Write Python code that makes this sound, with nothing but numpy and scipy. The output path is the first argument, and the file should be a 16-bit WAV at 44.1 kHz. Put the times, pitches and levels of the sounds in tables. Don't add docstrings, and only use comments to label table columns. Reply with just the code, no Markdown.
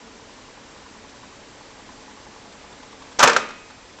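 import sys
import numpy as np
from scipy import signal
from scipy.io import wavfile

SR = 44100
rng = np.random.default_rng(int(sys.argv[2]) if len(sys.argv) > 2 else 0)


def wrap_up_sound(samples):
    columns = np.atleast_2d(samples).T
    tamed = np.clip(columns, -1, 1)
    steps = np.round(tamed * 32767).astype(np.int16)
    wavfile.write(sys.argv[1], SR, steps)


N = 176400
T = np.arange(N) / SR


def from_db(db):
    return 10 ** (np.asarray(db) / 20)


def rms_one(x):
    return x / np.sqrt(np.mean(x ** 2) + 1e-20)


def at_hz(points, hz):
    freqs, values = np.transpose(points)
    return np.interp(np.log(hz), np.log(freqs), values)


def clicks(times, gains):
    return np.bincount(np.clip(times * SR, 0, N - 1).astype(int), gains, N) + 1e-18


def ring(x, hz, t60):
    radius, angle = from_db(-60 / (t60 * SR)), 2 * np.pi * hz / SR
    return signal.lfilter([.5, 0, -.5], [1, -2 * radius * np.cos(angle), radius * radius], x)


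def struck(x, hz, t60, swell_s):
    return ring(x, hz, t60) - ring(x, hz, swell_s * np.log(1000))


def dying(power, attack_s, t60):
    decay, attack = 10 ** (-6 / (t60 * SR)), np.exp(-1 / (attack_s * SR))
    tails = signal.lfilter([1], [1, -decay], power)
    return signal.lfilter([1 - attack], [1, -attack], tails)


def noise_bands(spectrum):
    edges = 20 * 2 ** (np.arange(28) / 3)
    centres = np.sqrt(edges[1:] * edges[:-1])
    white = rng.standard_normal((3, N))
    gains = from_db(at_hz(spectrum, centres)) * np.sqrt(np.diff(edges))
    for k, gain in enumerate(gains / np.linalg.norm(gains)):
        sos = signal.butter(2, edges[k:k + 2], "band", fs=SR, output="sos")
        yield centres[k], gain * rms_one(signal.sosfilt(sos, white[k % len(white)]))


def drift(count):
    return np.interp(T, np.linspace(0, T[-1], count), rng.standard_normal(count))


def low_pass(x, hz):
    return signal.sosfilt(signal.ellip(12, .1, 90, hz, fs=SR, output="sos"), x)


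def whir(level_db=-45, flicker_db=0.66):
    # f/Hz, relative density/dB
    spectrum = [(25, 1.5), (90, 1.5), (165, -2), (240, 0.5), (360, 0.5), (590, 1.5), (715, -2), (870, 0.5),
                (1350, -4), (1800, -4), (2600, -7), (4500, -9), (7200, -10.5), (9000, -19.5)]
    # t/s, gain/dB
    ride = [(0, -0.62), (3.15, 0), (3.6, -0.5), (4, -1.5)]
    air = sum(band * from_db(flicker_db * drift(count=90)) for _, band in noise_bands(spectrum))
    return air * from_db(level_db + np.interp(T, *np.transpose(ride)))


def motors(brake_s=3.4, run_down_s=1):
    # f/Hz, width/Hz, level/dB
    tones = [(205, 7, -63), (229, 20, -60.5), (265.8, 7, -58), (298.4, 5.8, -62.5), (446.4, 5, -60),
             (838.5, 12, -67.5)]
    hum = 0
    for hz, width, db in tones:
        t60 = np.log(1000) / (np.pi * width)
        hum += from_db(db) * rms_one(ring(rng.standard_normal(N), hz, t60))
    return hum * np.exp(-np.maximum(T - brake_s, 0) / run_down_s)


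def tape_brushes(width_s=0.0049, band_hz=(710, 6000)):
    # t/s, level/dB
    touches = [(1.095, -48), (1.71, -48), (2.01, -52), (2.425, -51), (2.527, -47), (2.627, -49.5),
               (2.729, -49), (2.833, -46), (2.928, -46.5), (3.025, -47.5), (3.125, -48)]
    band = signal.butter(1, band_hz, "band", fs=SR, output="sos")
    hiss = signal.sosfilt(band, rng.standard_normal(N))
    ringing = from_db(-24) * ring(hiss, hz=3500, t60=0.0094)
    swells = sum(from_db(db) * np.exp(-.5 * ((T - s) / width_s) ** 2) for s, db in touches)
    return rms_one(hiss + ringing) * swells


def knocks(trim_db=-2, spread_db=3, swell_s=0.00159, jitter_s=0.00053, echo_s=0.011, echo_db=-12.5):
    # t/s, relative level/dB
    turns = [(0.009, -39.5), (0.104, -40), (0.197, -42), (0.292, -38), (0.386, -42), (0.481, -37),
             (0.574, -37), (0.667, -45), (0.762, -41), (0.859, -36), (0.951, -36.5), (1.044, -38),
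             (1.14, -36), (1.233, -34.5), (1.326, -41), (1.421, -42), (1.515, -39), (1.608, -38.5),
             (1.702, -39.5), (1.796, -38), (1.891, -36), (1.984, -43), (2.079, -36.5), (2.172, -41),
             (2.267, -39), (2.361, -39.5), (2.454, -40), (2.55, -38), (2.643, -38), (2.736, -43),
             (2.831, -35.5), (2.926, -39), (3.021, -36.5), (3.114, -41)]
    # f/Hz, gain/dB, t60/s
    modes = [(855, -1, 0.06), (1000, 1.5, 0.04), (1129, -1.5, 0.046), (1780, -12.5, .04)]
    times, turn_db = np.transpose(turns)
    out = 0
    for hz, mode_db, t60 in modes:
        gains = from_db(turn_db + trim_db + mode_db + spread_db * rng.standard_normal(len(times)))
        onsets = times - swell_s + rng.normal(0, jitter_s, len(times))
        taps = clicks(onsets, gains) + clicks(onsets + echo_s, gains * from_db(echo_db))
        out += struck(taps, hz, t60, swell_s)
    return out


def brake_thud(at_s=3.23, level_db=-21):
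    return ring(clicks(np.array([at_s]), from_db([level_db])), hz=149, t60=0.1)


def linkage_rattle(times, blow_db, treble_db, bass_db):
    # f/Hz, relative density/dB
    spectrum = [(30, -36), (100, -23), (160, -20), (300, -19), (430, -2.5), (550, -2.5), (900, 0.5),
                (1600, -6.5), (2300, -6.5), (4500, -12.5), (6300, -8), (8000, -14.5)]
    # f/Hz, t60/s
    room_decay = [(100, 0.63), (500, 0.48), (1250, 0.3837), (2500, 0.65), (7000, 0.17)]
    # f/Hz, gain/dB
    room_send = [(100, -15), (250, -5.5), (800, -19), (1300, -9.5), (2500, -20), (7000, -17.5)]
    out = 0
    for hz, band in noise_bands(spectrum):
        octaves = np.log2(hz / 1000)
        tilt_db = treble_db * np.clip(octaves / 2, 0, 1) + bass_db * np.clip(-octaves, 0, 1)
        power = clicks(times, from_db(blow_db + tilt_db) ** 2)
        stretch = 2 ** (-0.29 * octaves)
        direct = dying(power, attack_s=0.0012 * stretch, t60=0.067 * stretch)
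        room = dying(power, attack_s=0.015, t60=at_hz(room_decay, hz))
        send = from_db(at_hz(room_send, hz))
        out += band * np.sqrt(direct + room * send ** 2)
    return out


def clunk():
    # t/s, relative level/dB, treble/dB, bass/dB, latch ring/dB
    blows = [(3.1881, -22.5, 5, 8, -20), (3.1921, -15, 7.5, 1.5, -23), (3.202, -11, 0.5, 0.5, -8),
             (3.2071, -14.5, 2, -1, 3), (3.2144, -17, -9, -3, 3), (3.2189, -17.5, -1.5, -16, 4),
             (3.2268, -6.5, 1.5, -12, -8), (3.23, 0.5, -6.5, -10, -16), (3.2352, -4, 2.5, 2.5, -12),
             (3.246, -18, 4.5, 1, -6), (3.2566, -15, -2, -7, 1.5), (3.2738, -9, 2, 4, -8),
             (3.28, -15.5, 3, 0, 2), (3.2958, -15, 2.5, 0, 7), (3.3313, -26.5, 9.5, 12, -17),
             (3.3637, -13.5, 4, 1, 8.5), (3.487, -32, -2.5, -5, -8), (3.506, -38, 1.5, 2, 6),
             (3.702, -39.5, -5, -5, -5), (3.986, -39.5, -2, 5, -4)]
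    # f/Hz, gain/dB, t60/s
    panel_modes = [(222.7, -31.5, 0.58), (253.7, -31, 0.36), (281.5, -33.5, 0.35), (462, -23.5, .42),
                   (674, -24, 0.26), (755, -24, 0.25), (860, -22, 0.24), (918, -21, 0.22),
                   (1005, -26, 0.19), (1180, -29, 0.59), (1240, -23, .5), (1242, -25, 0.67),
                   (1392, -26, .55), (1490, -27.5, 0.4), (1500, -23, 0.33), (1597, -20.5, 0.24),
                   (1765, -16, 0.2), (1809, -23, 0.26), (2514, -35.5, 0.93), (2665, -29, 0.63)]
    # f/Hz, gain/dB, t60/s
    latch_modes = [(1258, -2.5, 0.034), (1363, 3.5, 0.03), (1536, -3.5, 0.041)]
    times, blow_db, treble_db, bass_db, latch_db = np.transpose(blows)
    out = linkage_rattle(times, blow_db, treble_db, bass_db)
    for modes, strength_db in ((panel_modes, blow_db), (latch_modes, blow_db + latch_db)):
        for hz, mode_db, t60 in modes:
            hits = clicks(times, from_db(strength_db + mode_db))
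            out += struck(hits, hz, t60, swell_s=0.00064)
    return out


def scene():
    return (whir() + motors() + knocks() + tape_brushes() + brake_thud() + clunk())[None]


def record(dry):
    band_hz, leak_db, top_hz, cutoff_hz = 7670, -12, 8700, 15850
    ceiling, knee = 0.72, 8
    narrow = low_pass(dry, band_hz)
    skirt = signal.sosfilt(signal.butter(8, band_hz, "high", fs=SR, output="sos"), dry)
    mic = low_pass(narrow + from_db(leak_db) * skirt, top_hz)
    clipped = mic / (1 + np.abs(mic / ceiling) ** knee) ** (1 / knee)
    top_cut = signal.firwin(301, cutoff_hz, fs=SR, window="blackman")
    return signal.fftconvolve(clipped, top_cut[None], "same")


dry = scene()
out = record(dry)
wrap_up_sound(out)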